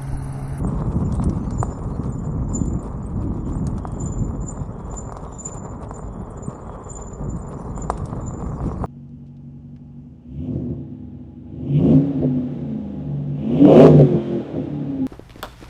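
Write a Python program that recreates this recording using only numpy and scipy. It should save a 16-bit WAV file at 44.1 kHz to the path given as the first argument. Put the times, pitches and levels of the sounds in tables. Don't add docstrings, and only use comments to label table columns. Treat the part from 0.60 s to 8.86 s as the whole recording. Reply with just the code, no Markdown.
import sys
import numpy as np
from scipy import signal
from scipy.fft import rfft, irfft
from scipy.io import wavfile
from scipy.ndimage import uniform_filter1d

SR = 44100
rng = np.random.default_rng(int(sys.argv[2]) if len(sys.argv) > 2 else 0)


def generate_wav(signal):
    frames = np.transpose(np.atleast_2d(signal))
    scaled = np.clip(frames, -1, 1) * 32767
    pcm = np.round(scaled).astype(np.int16)
    wavfile.write(sys.argv[1], SR, pcm)


N = 364266
T = np.arange(N) / SR

# [t/s, crunch level/dB rel., loose grit level/dB rel.]
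ROAD_SURFACE = [(0, -39, -70.5), (0.6, -41, -70), (1.1, -41, -69.5), (1.8, -42.5, -77), (2.4, -43, -74),
                (2.7, -44, -79.5), (2.88, -42.5, -69.5), (3.05, -42, -75.5), (3.75, -43.5, -78),
                (4.6, -42, -74.5), (4.87, -43, -68), (5.05, -41, -80.5), (5.35, -43, -75),
                (5.55, -42.5, -80), (7.6, -41, -73.5), (8.25, -40, -69.5)]
# [t/s, buffeting level/dB rel.]
WIND_LEVELS = [(0, -23.5), (0.66, -22.5), (0.85, -26.5), (1.57, -28), (1.77, -25.5), (2.15, -23.5),
               (2.22, -31.5), (2.48, -30), (2.56, -24), (2.92, -24), (3.3, -30.5), (3.64, -24),
               (3.95, -32.5), (4.7, -36.5), (5.2, -34.5), (6.25, -38), (7.25, -31.5), (8.25, -28)]
# [t/s, half length to 1/e in s, rise/dB]
SHORT_GUSTS = [(0.697, 0.054, 3.5), (3.153, 0.026, 7), (6.698, 0.085, 8.5), (8.067, 0.018, 8.5)]
# [t/s, lead-in level/dB, squeak level at the warp/dB, drag afterwards level/dB, chirp level/dB rel.]
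WHEEL_TURNS = [(0.047, -70, -56, -71, -41), (0.516, -51, -66, -64, -42.5), (0.996, -49, -38.5, -48.5, -41),
               (1.473, -68, -62, -48, -49.5), (1.957, -50.5, -26.5, -41.5, -48),
               (2.438, -70, -57, -66, -46), (2.929, -55, -50, -56.5, -46.5), (3.411, -54, -35, -36.5, -41),
               (3.884, -45.5, -32, -62, -39.5), (4.379, -44, -31.5, -52, -52),
               (4.862, -32.5, -26, -40.5, -66), (5.355, -56, -43.5, -52.5, -44.5),
               (5.839, -50, -42.5, -53.5, -41), (6.306, -51, -36, -35.5, -40), (6.764, -43, -54, -51, -49),
               (7.226, -45, -35.5, -58, -66), (7.675, -53, -37.5, -48, -66), (8.131, -59, -66, -75, -73)]
# [t/s, level/dB rel., f/Hz]
STRAY_PEEPS = [(5.621, -58, 10000), (5.708, -54, 9900), (5.709, -54, 8300), (5.775, -58, 8070),
               (6.895, -50, 9850), (7.015, -54.5, 10120)]
# [f/Hz, level/dB rel., t60/s]
DISC_MODES = [(6970, 20, .2), (7300, 14, 0.26), (7462, -9, .2), (7600, -3.5, .25)]
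# [t/s, peak level/dB rel.]
STONE_POPS = [(0.047, -23), (0.221, -22), (0.597, -21.5), (1.029, -10.5), (3.252, -18), (3.975, -27),
              (4.341, -26), (4.494, -27), (4.522, -23), (4.568, -24.5), (4.665, -29), (5.31, -22),
              (5.393, -26.5), (6.095, -25), (7.177, -25), (7.3, -7), (7.53, -23), (7.708, -28.5),
              (7.824, -25), (7.919, -27), (8.004, -23), (8.115, -23), (8.241, -14.5)]
# [t/s, clack level/dB rel., tick level/dB rel.]
STONE_CLICKS = [(0.5236, -36, -58), (0.551, -40, -51.5), (0.64, -37, -44.5), (0.696, -38.5, -67),
                (0.9066, -37, -58), (1.0303, -40, -52), (2.0557, -45.5, -54.5), (2.2273, -64, -54.5),
                (3.0683, -35, -48.5), (3.1814, -40.5, -61), (3.2723, -47, -59), (3.3186, -50, -56),
                (4.341, -42, -57), (4.5226, -44.5, -59), (4.568, -41, -62), (4.9434, -49, -54),
                (5.3093, -48, -64), (6.7675, -51, -61), (7.1766, -52, -54.5), (7.301, -29.5, -42.5),
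                (7.3756, -40.5, -52.5), (7.4562, -39, -51)]
# [t/s, peak level/dB]
RUT_BUMPS = [(.690, -11), (2.014, -8.5), (5.881, -14.5)]
# [start t/s, length/s, level/dB rel.]
WHIRR_SPELLS = [(3.1, 0.57, -69), (4.05, 0.47, -74.5), (5.407, 0.49, -73.5), (5.943, .6, -70)]

CRUNCH_COLOUR = [(150, -20), (330, -4.5), (410, 6.5), (500, 2), (720, -2.5), (950, -2), (1170, -3),
                 (1500, -17.5), (1900, -23.5), (2600, -38), (4000, -76)]
GRIT_COLOUR = [(1500, -7), (2200, 4), (2900, -1.5), (3600, -0.5), (4300, -6.5), (6000, -3.5), (6700, -4),
               (8300, -0.5), (9600, -1.5), (10500, -12), (11500, -23.5)]
BUFFET_COLOUR = [(40, -24.5), (90, -1), (130, 1.5), (190, -0.5), (260, -6.5), (340, -18.5), (500, -24.5),
                 (900, -36.5), (2000, -79)]
RUMBLE_COLOUR = [(10, -38.5), (25, -12), (38, 0), (52, 5.5), (80, -2.5), (120, -12.5)]
POP_COLOUR = [(100, -23), (400, -10.5), (650, -4.5), (1000, 1), (1230, -1), (1500, -12.5), (2000, -20.5),
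              (3200, -35)]
STONE_COLOUR = [(1200, 7.5), (2500, -10.5), (4000, -4), (5500, -1.5), (7500, 0.5), (9000, -16)]
CHIP_COLOUR = [(4000, -33), (7000, -6), (8500, 6), (9700, 2), (10700, -10), (12000, -26), (15000, -59)]

SPRAY_DB, SETTLE_S = -35.5, 0.066
LEAD_S = .04
SPOKES = 8
BUILD_DB, RELEASE_DB, UNEVEN_DB = 14.5, 3, 1
GRAZE_DB = -64.5
CHIRP_HZ, CHIRP_AFTER_S = 8350, .03
SCRAPE_HZ, SCRAPE_BEFORE_S, SCRAPE_DB = 7550, 0.024, -18.5
SMALL_POPS, SMALL_POP_DB = 18, (-38.5, -29)
EDGE_HZ = 14500


def amp(db):
    return 10 ** (np.asarray(db) / 20)


def unit(x):
    return x / np.sqrt(np.mean(x ** 2) + 1e-20)


def curves(rows):
    s, *columns = np.transpose(rows)
    return [np.interp(T, s, column) for column in columns]


def add(mix, s, sound):
    part = mix[max(round(s * SR), 0):][:len(sound)]
    part += sound[:len(part)]


def blows(rows, response):
    out = np.zeros(N)
    for s, db in rows:
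        add(out, s, amp(db) * response / abs(response).max())
    return out


def ring(points, size=4096):
    f, db = np.transpose(points)
    hz = abs(np.fft.fftfreq(size, 1 / SR))
    skirt_db = np.clip(60 * np.log2((hz + 1) / f[-1]), 0, 80)
    log_gain = np.log(amp(np.interp(np.log(hz + 1), np.log(f), db) - skirt_db))
    spectrum = np.exp(np.conj(signal.hilbert(log_gain)))
    response = np.fft.ifft(spectrum).real[:size // 2]
    response = response * np.hanning(size)[size // 2:]
    return response / np.linalg.norm(response)


def through(x, response):
    return signal.oaconvolve(x, response)[:len(x)]


def shaped_noise(gain):
    return unit(irfft(rfft(rng.standard_normal(N)) * gain, N))


def wander(rate_hz):
    hz = np.fft.rfftfreq(N, 1 / SR)
    return shaped_noise(np.exp(-(hz / rate_hz) ** 2))


def band(centre_hz, width_hz):
    hz = np.fft.rfftfreq(N, 1 / SR)
    return shaped_noise(np.exp(-.5 * ((hz - centre_hz) / width_hz) ** 2))


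def scatter(t60, delay):
    t = T[:SR // 2]
    tail = rng.standard_normal(len(t)) * amp(-60 * t / t60) * (t > delay)
    return tail / np.linalg.norm(tail)


def patchy(x, depth_db, size=256):
    bands = signal.stft(x, nperseg=size)[2]
    field = rng.standard_normal(bands.shape)
    field = uniform_filter1d(field, size=3, axis=0)
    field = uniform_filter1d(field, size=36, axis=1)
    return signal.istft(bands * amp(depth_db * unit(field)), nperseg=size)[1][:N]


def grains(per_s, spread_db):
    hits = rng.random(N) < per_s / SR
    signs = rng.choice([-1, 1], N)
    sizes = amp(spread_db * np.minimum(rng.exponential(1, N), 4))
    return unit(hits * signs * sizes)


def pebbles(count=32):
    t = T[:SR // 100]
    out = np.zeros(N)
    for hz in rng.uniform(2000, 10700, count):
        tick = np.sin(2 * np.pi * hz * t) * t * np.exp(-t / 0.0001)
        rattle = np.convolve(tick, scatter(t60=0.024, delay=0)[:SR // 16])
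        out += through(grains(per_s=36, spread_db=3.5), rattle)
    return unit(out)


def tyres():
    crunch_db, grit_db = curves(ROAD_SURFACE)
    clump = wander(19.4)
    tread = unit(grains(per_s=1400, spread_db=3.0) + .5 * rng.standard_normal(N))
    crunch = through(tread, ring(CRUNCH_COLOUR)) * amp(crunch_db + 2.5 + 1.31 * clump)
    dust = patchy(rng.standard_normal(N), depth_db=7) * amp(0.7)
    crackle = pebbles() * amp(-1 + 6.14 * clump)
    spray_rows = [(s, db + SPRAY_DB) for s, db, _ in STONE_CLICKS]
    spray = blows(spray_rows, np.exp(-T[:SR // 2] / SETTLE_S))
    grit = through(dust + crackle, ring(GRIT_COLOUR)) * np.hypot(amp(grit_db), spray)
    return crunch + grit


def wind(rumble_db=-32, rumble_share=0.76, eddies_db=-12, eddies_hz=270):
    buffet_db = curves(WIND_LEVELS)[0]
    for s, length, rise_db in SHORT_GUSTS:
        buffet_db = buffet_db + rise_db * np.exp(-((T - s) / length) ** 2)
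    gust_db = buffet_db - buffet_db.mean()
    buffet = unit(through(rng.standard_normal(N), ring(BUFFET_COLOUR)))
    buffet *= amp(buffet_db - 0.5 + 2.36 * wander(31))
    rumble = unit(through(rng.standard_normal(N), ring(RUMBLE_COLOUR, size=16384)))
    rumble *= amp(rumble_db + rumble_share * gust_db)
    eddies = band(eddies_hz, width_hz=84.4)
    eddies *= amp(buffet_db + eddies_db + 0.12 * gust_db + 3.03 * wander(11.6))
    return buffet + rumble + eddies


def rubs():
    periods = np.gradient([turn[0] for turn in WHEEL_TURNS])
    rows = []
    for (s, lead_db, warp_db, drag_db, _), period in zip(WHEEL_TURNS, periods):
        step = period / SPOKES
        for k in range(SPOKES // 2 - 1):
            rows.append((s - (k + 1) * step, lead_db - BUILD_DB * k))
        rows.append((s, warp_db))
        for k in range(SPOKES // 2):
            uneven_db = UNEVEN_DB * rng.standard_normal()
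            rows.append((s + (k + 1) * step, drag_db - RELEASE_DB * k + uneven_db))
    return [(s, max(db, GRAZE_DB)) for s, db in rows if s > LEAD_S]


def high_slips(scatter_share=0.0053):
    rows = list(STRAY_PEEPS)
    for s, _, warp_db, _, chirp_db in WHEEL_TURNS:
        rows.append((s - SCRAPE_BEFORE_S, warp_db + SCRAPE_DB, SCRAPE_HZ))
        chirp_hz = CHIRP_HZ * (1 + scatter_share * rng.standard_normal())
        rows.append((s + CHIRP_AFTER_S, chirp_db, chirp_hz))
    return rows


def slip(hz, length, waver, flutter_db, glide, points):
    t = T[:round(2 * LEAD_S * SR)] - LEAD_S
    shake, flutter = (unit(signal.resample(rng.standard_normal(points), len(t))) for _ in range(2))
    phase = 2 * np.pi * np.cumsum(hz * (1 + waver * shake + glide * t)) / SR
    swell = np.exp(-.5 * (t / length) ** 2) * amp(flutter_db * flutter)
    swell /= np.sqrt(np.mean(swell[abs(t) < length] ** 2))
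    return np.sin(phase) * swell, swell


def modes(table):
    t = T[:SR // 2]
    response = sum(amp(db - 60 * t / t60) * np.sin(2 * np.pi * hz * t) for hz, db, t60 in table)
    return response / np.linalg.norm(response)


def brake(squeak_hz=7105, ring_db=-18.0, hiss_db=-33, near_db=-9):
    squeaks, chirps, contact = np.zeros((3, N))
    for s, db in rubs():
        hz = squeak_hz * (1 + 0.0018 * rng.standard_normal())
        tone, swell = slip(hz, length=0.0095, waver=0.0058, flutter_db=5.0, glide=0.17, points=18)
        add(squeaks, s - LEAD_S, amp(db) * tone)
        add(contact, s - LEAD_S, amp(db) * swell)
    for s, db, hz in high_slips():
        tone, _ = slip(hz, length=0.006, waver=0.024, flutter_db=4.5, glide=0.24, points=64)
        add(chirps, s - LEAD_S, amp(db - 3.0) * tone)
    friction = contact * rng.standard_normal(N)
    ringing = amp(ring_db) * through(friction, modes(DISC_MODES))
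    hiss = amp(hiss_db) * through(friction, ring(CHIP_COLOUR))
    overtone = .17 * squeaks ** 2
    direct = squeaks + overtone + chirps + hiss
    near = through(direct, scatter(t60=0.2, delay=0.0021))
    far = through(amp(-18) * squeaks + amp(-26.0) * chirps, scatter(t60=0.3, delay=0.07))
    return direct + ringing + amp(near_db) * near + far


def pops(rise=0.00016):
    t = T[:SR // 200]
    push = (t / rise) * np.exp(-t / rise)
    small = []
    for when, size in rng.random(size=(SMALL_POPS, 2)):
        small.append((when * T[-1], np.interp(size, [0, 1], SMALL_POP_DB)))
    tock = blows(STONE_POPS + small, np.convolve(ring(POP_COLOUR), push)) * amp(3.0)
    return tock + amp(-7) * through(tock, scatter(t60=0.018, delay=0.0017))


def clicks():
    t = T[:SR // 12]
    body, edge = np.zeros((2, N))
    fade = amp(-60 * t / 0.021) + amp(-12.0) * amp(-60 * t / 0.09)
    for s, clack_db, tick_db in STONE_CLICKS:
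        chatter = rng.standard_normal(len(t)) * fade
        add(body, s, amp(clack_db) * chatter)
        add(edge, s, amp(tick_db) * chatter)
    clack = amp(-1) * through(patchy(body, depth_db=2.5), ring(STONE_COLOUR))
    tick = amp(8.5) * through(edge, ring(CHIP_COLOUR))
    return clack + tick


def bumps(hz=160, decay=0.0014):
    t = T[:SR // 10]
    thud = np.sin(2 * np.pi * hz * t) * t ** 2 * np.exp(-t / decay)
    return blows(RUT_BUMPS, thud)


def whirr(hz=3370, waver=0.013, haze_hz=3200, haze_db=-4):
    level = np.zeros(N)
    for s, length, db in WHIRR_SPELLS:
        add(level, s, amp(db) * signal.windows.tukey(round(length * SR)))
    pitch = hz * (1 + waver * wander(8.9) + waver * wander(60))
    line = np.sin(2 * np.pi * np.cumsum(pitch) / SR) * amp(-3 + 3 * wander(25))
    haze = amp(haze_db) * band(haze_hz, width_hz=180)
    return (line + haze) * level


def scene():
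    return (tyres() + wind() + brake() + pops() + clicks() + bumps() + whirr())[None]


def record(dry):
    low_pass = signal.firwin(511, EDGE_HZ, window=("kaiser", 9), fs=SR)
    return signal.oaconvolve(dry, low_pass[None], "same")


dry = scene()
out = record(dry)
generate_wav(out)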